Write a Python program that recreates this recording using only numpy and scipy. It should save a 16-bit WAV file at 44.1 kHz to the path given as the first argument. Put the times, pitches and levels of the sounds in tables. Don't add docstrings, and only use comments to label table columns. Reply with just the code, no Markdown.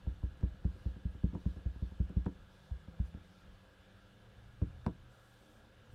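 import sys
import numpy as np
from scipy import signal
from scipy.io import wavfile
from scipy.ndimage import uniform_filter1d

SR = 44100
rng = np.random.default_rng(int(sys.argv[2]) if len(sys.argv) > 2 else 0)


def rack_gain(trim_db):
    fader = np.asarray(trim_db, float)
    return 10 ** (fader / 20)


def unload_audio(sound):
    columns = np.transpose(np.atleast_2d(sound))
    steps = np.round(np.clip(columns, -1, 1) * 32767)
    wavfile.write(sys.argv[1], SR, steps.astype(np.int16))


N = 262130

# [f/Hz, level/dB per Hz]
AIR_NOISE = [(20, -17.5), (45, -10.5), (70, -22.5), (110, -5), (150, -17.5), (230, -25.5), (500, -17),
             (1100, -24), (1750, -28), (1950, -28.5), (3700, -30.5), (5000, -38.5), (9000, -51.5),
             (16000, -57)]
# [f/Hz, width/Hz, level/dB]
AIR_RESONANCES = [(520.8, 8.5, 14.5), (1382, 220, 7), (1640, 170, 10), (2965, 420, 5), (3500, 174, 5.5)]
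# [f/Hz, t60/s]
ROOM_DECAY = [(200, .2), (600, .13), (2000, .1), (12000, .06)]
# [t/s, firing rate f/Hz, first order level/dB, second order level/dB]
ENGINE_RUN = [(0, 62.3, -79, -89), (2.3, 61.55, -77, -74), (2.7, 75, -98, -67.5), (3.1, 83, -79, -62),
              (3.6, 92.04, -72, -76.5), (4.2, 109.8, -71, -76), (4.4, 113.4, -60, -94),
              (4.7, 120.8, -62, -91), (5, 120.6, -68, -109), (5.94, 112.9, -72, -74.5)]
# [multiple of shaft rate, level/dB]
MOTOR_ORDERS = [(1, -73.5), (2, -69), (3, -80.5), (4, -83.5)]
# [f/Hz, level/dB]
MOTOR_LINES = [(1000, -95.5), (1684, -83), (2000, -97.5), (10000, -102)]
# [start t/s, length/s, level/dB]
LEANS = [(-.1, 0.97, -53.5), (.85, 1.7, -60), (3.38, 0.21, -55), (4.3, 0.823, -58.5), (5.76, 0.37, -61.5)]
# [start t/s, length/s, level/dB]
SLIDES = [(5.3, 0.44, -73)]
# [start t/s, length/s, level/dB]
SLEEVE_RUBS = [(.68, 0.28, -81), (1.35, 0.26, -80.5), (1.75, 0.23, -82.5), (2.48, 0.26, -80.5),
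               (3.2, 0.27, -84)]
# [start t/s, length/s, level/dB]
SLEEVE_SWEEPS = [(3.02, .1, -80), (5.08, .55, -85), (5.88, .2, -82)]
# [f/Hz, level/dB]
SOFT_CLOTH = [(1000, -51), (2500, -10), (3800, 0), (5000, -6.5), (7000, -13.5), (10000, -17), (16000, -25)]
# [f/Hz, level/dB]
CRISP_CLOTH = [(2500, -38), (5000, -4), (8000, -5.5), (12000, -10), (16000, -12.5)]
# [f/Hz, level/dB, t60/s]
BLOCK_MODES = [(1500, 0, .004), (2500, 0, .003), (3500, -2, .003), (4600, -4, .003), (5700, -4, .003),
               (7700, -3, .003), (9500, -7, .003)]
# [f/Hz, level/dB, t60/s]
CASE_MODES = [(736, -5.5, 0.026), (850, -5, 0.012), (939, -2, 0.034), (1066, -10, 0.013), (1310, -7, 0.012),
              (1555, -10.5, 0.017)]
# [f/Hz, level/dB, t60/s]
TOP_MODES = [(102.6, -2, 0.03), (145, -12.5, 0.042), (169.3, -6.5, 0.16), (187.4, -8.5, 0.13),
             (248, -3.5, 0.034)]
# [f/Hz, level/dB, t60/s]
LEG_MODES = [(37.3, -23.5, 0.24), (60.3, -4, 0.17), (83, -24, 0.81), (244, -23, 0.13)]
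# [f/Hz, level/dB, t60/s]
EDGE_MODES = [(64, 0, 0.12), (83, -18.5, 0.93), (104.5, -4.5, 0.085), (122.1, -15, 1)]
# [f/Hz, level/dB, t60/s]
BOARD_MODES = [(271, 2.5, 0.14), (305, 7, 0.11), (357.2, 0.5, 0.12), (422.6, -1, 0.05),
               (459.2, -3.5, 0.091), (521.6, 3, 0.045), (587, 1.5, 0.035), (662, -17.5, 0.097)]
# [f/Hz, level/dB, t60/s]
FAR_BOARD_MODES = [(303.9, 5.9, 0.097)]
# [t/s, peak level/dB, tilt/dB per octave]
EDGE_TICKS = [(.41, -52, -2), (1.339, -55, -3), (1.348, -56, 4), (2.094, -60, 8), (2.247, -51, -3),
              (2.2586, -51, 6), (2.2655, -48, -4), (3.142, -53, -5), (4.6174, -52, -7), (4.846, -56, -10),
              (4.853, -58, -10), (4.8640, -39, 1), (4.8662, -46, -3)]
# [t/s, thump peak level/dB, table sway/dB, airborne pat/dB, board ring/dB]
FOAM_DABS = [(0.0755, -24, 3.5, -27, 1.5), (0.2393, -23.5, 3.5, -30, 2), (0.4371, -19, 1, -32, 3.5),
             (0.6542, -19, 0.5, -30.5, 1), (0.8638, -23.5, 3, -33, 1.5), (1.0564, -23.5, 1.5, -48, -4),
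             (1.2435, -16.5, -2, -37.5, 2), (1.4644, -19.5, -0.5, -32, 0), (1.6632, -23.5, 3.5, -44, -1.5),
             (1.827, -24.5, 2.5, -50, 1.5), (2.005, -19, 1, -43, -0.5), (2.1707, -18, 0, -40, -1),
             (2.7175, -29, 6, -27.5, -18), (3.0029, -21, 1.5, -36, -6.5)]
# [t/s, thump level/dB, contact/ms, sway/dB, board ring/dB]
CASE_DROPS = [(0.16, -58, 0.56, -4, -4), (0.347, -53, 0.5, -6, 1), (0.416, -43, 0.76, 4, 14),
              (0.5453, -45, 1, -3, -5), (0.7625, -52, 0.74, -15, 22), (0.967, -36, 0.79, 2, 6.5),
              (1.154, -36, 0.9, 8.5, 6), (1.3332, -34, 0.74, -8, -10), (1.3418, -38, 0.42, 15, 16),
              (1.3764, -50, 0.9, -4, -7), (1.57, -36.5, 1, 8, 11.5), (1.762, -36, 0.68, 10, -6),
              (1.922, -38, 0.64, 7, 2), (2.1042, -34, 1, -7, 10.5), (2.885, -36, 1, -4, -10),
              (3.1489, -33, 0.87, 1.5, 3), (3.1743, -41, 0.97, 23, 9), (5.9327, -45, 0.97, 17, -3)]
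# [t/s, thump level/dB, contact/ms, pat/dB, board ring/dB]
CASE_KNOCKS = [
    (1.3555, -28.5, 1, -12.5, 12.5),
    (2.2675, -23.5, 0.99, -12, 12.5),
    (2.2779, -37, 0.34, -51, 10),
    (4.869, -21, 0.89, -8.5, 8.5),
    (4.878, -32.5, 0.97, -30, 18.5),
    (4.8823, -24.5, 0.6, -39, 4.5),
]
# [t/s, thump level/dB, contact/ms, pat/dB, board ring/dB]
EDGE_PRESSES = [
    (4.6241, -20, 1.48, -30.5, 6.5),
    (4.636, -32.5, 0.44, -42, -20),
]

HISS_DB, ROOM_DB = -65, -12
MOTOR_HZ = 95.4
MOTOR_HOLD_DB, MOTOR_HOLD_S, MOTOR_SINK_DB_PER_S = 0.2, 3.66, 4.1
LEAN_REST_DB, LEAN_EASE_S = -65.5, 0.1
SLIDE_REST_DB, SLIDE_EASE_S = -78.5, 0.0836
RUB_REST_DB, SWEEP_REST_DB, SLEEVE_EASE_S = -84, -85, 0.073
TICK_MS, TICK_MS_PER_TILT_DB = 0.012, 0.006
CUSHION, CUSHION_MS, CUSHION_LEAD_MS = 0.15, 1.55, 4.75
UNLOAD_S, UNLOAD_EASE_S, UNLOAD_DB = 0.068, 0.022, -7
BOARD_RISE_MS, BOARD_TRAVEL_MS = 1.6, 7.68
FAR_RISE_MS, FAR_TRAVEL_MS = 8, 15.33
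DAB_MS, DAB_MS_PER_SWAY_DB, DAB_MS_PER_DB, USUAL_DAB_DB = 1.163, 0.16, 0.05, -20.5
LIFT_PAT_DB, LIFT_PAT_PER_DB, USUAL_LIFT_DB = -24, 0.5, -42
KNOCK_SWAY_DB, EDGE_SWAY_DB = -9.5, -6.5
TOUCH_MS = dict(dab=8.5, lift=6.5, knock=4.22, edge=6.5)
PUSH_CENTRE_S = 1 / 50


def evened(x):
    return x / np.sqrt(np.mean(x ** 2) + 1e-20)


def read(points, hz):
    f, value = np.transpose(points)
    return np.interp(np.log(hz + 1), np.log(f + 1), value)


def track(rows):
    s, *columns = np.transpose(rows)
    return [np.interp(np.arange(N) / SR, s, c) for c in columns]


def add(mix, s, sound):
    part = mix[round(s * SR):][:len(sound)]
    part += sound[:len(part)]


def wander(rate):
    low_pass = signal.butter(2, rate, fs=SR, output="sos")
    return evened(signal.sosfilt(low_pass, rng.standard_normal(N)))


def noise(db, patchy_db, size=1024):
    frames, hz = 4 * N // size + 5, np.fft.rfftfreq(size, 1 / SR)
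    real, imaginary, patches = rng.standard_normal((frames, len(hz), 3)).T
    patches = uniform_filter1d(patches, size=12, axis=0)
    patches = evened(uniform_filter1d(patches, size=10, axis=1))
    z = (real + 1j * imaginary) * rack_gain(db(hz)[:, None] + patchy_db * patches)
    return evened(signal.istft(z, nperseg=size, noverlap=3 * size // 4)[1][:N])


def ring(modes):
    t = np.arange(SR // 2) / SR
    return sum(rack_gain(db - 60 * t / t60) * np.cos(2 * np.pi * hz * t) for hz, db, t60 in modes)


def push(ms, at_ms=0):
    t_ms = (np.arange(SR // 25) / SR - PUSH_CENTRE_S) * 1000
    bell = np.exp(-(t_ms - at_ms) ** 2 / (2 * ms ** 2))
    return bell / bell.sum()


def strokes(rows, rest_db, ease_s):
    t = np.arange(N) / SR
    gain = rack_gain(rest_db)
    for s, length, db in rows:
        ease = np.clip(np.minimum(t - s, s + length - t) / ease_s, 0, 1)
        gain = gain + rack_gain(db) * np.sin(np.pi / 2 * ease) ** 2
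    return gain


def hiss():
    def colour(hz):
        peaks = sum(db / (1 + (2 * (hz - f) / width) ** 2) for f, width, db in AIR_RESONANCES)
        return read(AIR_NOISE, hz) + peaks
    return rack_gain(HISS_DB) * noise(colour, patchy_db=1.45, size=2048)


def room(x):
    taps, at = np.zeros(SR // 2), np.arange(200, SR // 2 - 20, 20)
    taps[at + rng.integers(0, 20, len(at))] = rng.choice([-1., 1.], len(at))
    hz, t, z = signal.stft(taps, SR, nperseg=256)
    decay = rack_gain(-60 * t / read(ROOM_DECAY, hz)[:, None])
    tail = signal.istft(z * decay, SR, nperseg=256)[1]
    return signal.fftconvolve(x, tail / np.linalg.norm(tail))[:N]


def engine():
    hz, first_db, second_db = track(ENGINE_RUN)
    turns = 2 * np.pi * np.cumsum(hz * (1 + 0.013 * wander(7.5))) / SR
    orders = rack_gain(first_db) * np.sin(turns) + rack_gain(second_db) * np.sin(2 * turns)
    return np.sqrt(2) * rack_gain(0.84 * wander(2.5)) * orders


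def motor():
    t = np.arange(N) / SR
    turns = np.cumsum(MOTOR_HZ * (1 + 0.0052 * wander(4.3))) / SR
    hum = sum(rack_gain(db + 1.5 * wander(23.0)) * np.sin(2 * np.pi * (k * turns + rng.random()))
              for k, db in MOTOR_ORDERS)
    fade = rack_gain(MOTOR_HOLD_DB - MOTOR_SINK_DB_PER_S * np.maximum(t - MOTOR_HOLD_S, 0))
    whine = sum(rack_gain(db) * np.sin(2 * np.pi * hz * t) for hz, db in MOTOR_LINES)
    return np.sqrt(2) * (fade * hum + whine)


def stirred(rate, modes):
    force = np.diff(wander(rate), prepend=0)
    return evened(signal.fftconvolve(force, ring(modes))[:N])


def lean():
    sway = stirred(60.0, [(50.5, -18.5, 0.033), (26, -12, 0.15)])
    murmur = stirred(220.0, [(223.3, -0.98, 0.16), (302, -1.1, 0.12)])
    leaning = strokes(LEANS, LEAN_REST_DB, LEAN_EASE_S) * sway
    return leaning + strokes(SLIDES, SLIDE_REST_DB, SLIDE_EASE_S) * murmur


def sleeve():
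    soft = noise(lambda hz: read(SOFT_CLOTH, hz), patchy_db=2.0, size=512)
    crisp = noise(lambda hz: read(CRISP_CLOTH, hz), patchy_db=2.0, size=512)
    rubs = strokes(SLEEVE_RUBS, RUB_REST_DB, SLEEVE_EASE_S) * soft
    return rubs + strokes(SLEEVE_SWEEPS, SWEEP_REST_DB, SLEEVE_EASE_S) * crisp


def crackle(share, length, decay_s):
    luck = rng.standard_normal(length)
    return np.append(-1, share * luck * np.exp(-np.arange(length) / (decay_s * SR)))


def ticks():
    out = np.zeros(N)
    for s, db, tilt_db in EDGE_TICKS:
        modes = [(hz, d + tilt_db * np.log2(hz / 4000), t60) for hz, d, t60 in BLOCK_MODES]
        block = np.convolve(ring(modes)[:1000], np.hanning(7))
        tick = np.convolve(crackle(0.25, 100, 0.0006), block)
        contact_ms = max(TICK_MS - TICK_MS_PER_TILT_DB * tilt_db, 0.005)
        tick = signal.fftconvolve(tick, push(contact_ms))
        add(out, s - PUSH_CENTRE_S, rack_gain(db) * tick / abs(tick).max())
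    return out


def swelling(modes, travel_ms, rise_ms):
    hz, db, t60 = np.transpose(modes)[:, :, None]
    t = np.maximum(np.arange(SR // 2) / SR - travel_ms(hz) / 1000, 0)
    rise = 1 - np.exp(-t * 1000 / rise_ms)
    return (rack_gain(db - 60 * t / t60) * np.sin(2 * np.pi * hz * t) * rise).sum(0)


def board_ring():
    near = swelling(BOARD_MODES, lambda hz: BOARD_TRAVEL_MS * np.sqrt(300 / hz), BOARD_RISE_MS)
    return near + swelling(FAR_BOARD_MODES, lambda hz: FAR_TRAVEL_MS, FAR_RISE_MS)


def contacts():
    dabs = []
    for s, db, sway_db, pat_db, board_db in FOAM_DABS:
        ms = DAB_MS + DAB_MS_PER_SWAY_DB * sway_db + DAB_MS_PER_DB * (db - USUAL_DAB_DB)
        dabs.append((s, db, ms, sway_db, pat_db, board_db))
    lifts = []
    for s, db, ms, sway_db, board_db in CASE_DROPS:
        pat_db = LIFT_PAT_DB + LIFT_PAT_PER_DB * (db - USUAL_LIFT_DB)
        lifts.append((s, db, ms, sway_db, pat_db, board_db))
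    knocks = [(s, db, ms, KNOCK_SWAY_DB, pat_db, board_db) for s, db, ms, pat_db, board_db in CASE_KNOCKS]
    edge = [(s, db, ms, EDGE_SWAY_DB, pat_db, board_db) for s, db, ms, pat_db, board_db in EDGE_PRESSES]
    return dict(dab=dabs, lift=lifts, knock=knocks, edge=edge)


def blows(rows, legs, touch_ms, damped_db):
    table, air = np.zeros(N), np.zeros(N)
    sway, top, case, board = ring(legs), ring(TOP_MODES), ring(CASE_MODES), board_ring()
    unloaded = np.clip((np.arange(len(sway)) / SR - UNLOAD_S) / UNLOAD_EASE_S, 0, 1)
    sway = sway * rack_gain(damped_db * unloaded)
    for s, db, ms, sway_db, air_db, board_db in rows:
        start = s - PUSH_CENTRE_S
        force = push(max(ms, 0.1)) - CUSHION * push(CUSHION_MS, -CUSHION_LEAD_MS)
        thump = signal.fftconvolve(force, top + rack_gain(sway_db) * sway)
        dip = signal.fftconvolve(push(max(0.066 * ms, 0.1), -14.5), board)
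        board_part = rack_gain(board_db - 23) * dip / dip.max()
        add(table, start, rack_gain(db) * (thump / thump.max() - board_part))
        shake = np.convolve(crackle(0.13, 300, 0.0018), push(max(0.13 * ms, 0.02)))
        pat = signal.fftconvolve(shake, case)
        add(air, start - touch_ms / 1000, rack_gain(db + air_db) * pat / abs(pat).max())
    return np.array([table, air])


def scene():
    paths = np.zeros((2, N))
    for kind, rows in contacts().items():
        legs, damped_db = (EDGE_MODES, 0) if kind == "edge" else (LEG_MODES, UNLOAD_DB)
        paths += blows(rows, legs, TOUCH_MS[kind], damped_db)
    table, air = paths
    air = air + ticks()
    steady = hiss() + motor() + engine() + lean() + sleeve()
    reverberation = rack_gain(ROOM_DB) * room(air + 0.31 * table)
    return (table + air + reverberation + steady)[None]


def top_cut(x):
    return signal.sosfilt(signal.butter(12, 15610, fs=SR, output="sos"), x)


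def record(dry):
    bass_cut = signal.butter(2, 38.3, "high", fs=SR, output="sos")
    mix = signal.sosfilt(bass_cut, dry)
    return top_cut(mix)


dry = scene()
out = record(dry)
unload_audio(out)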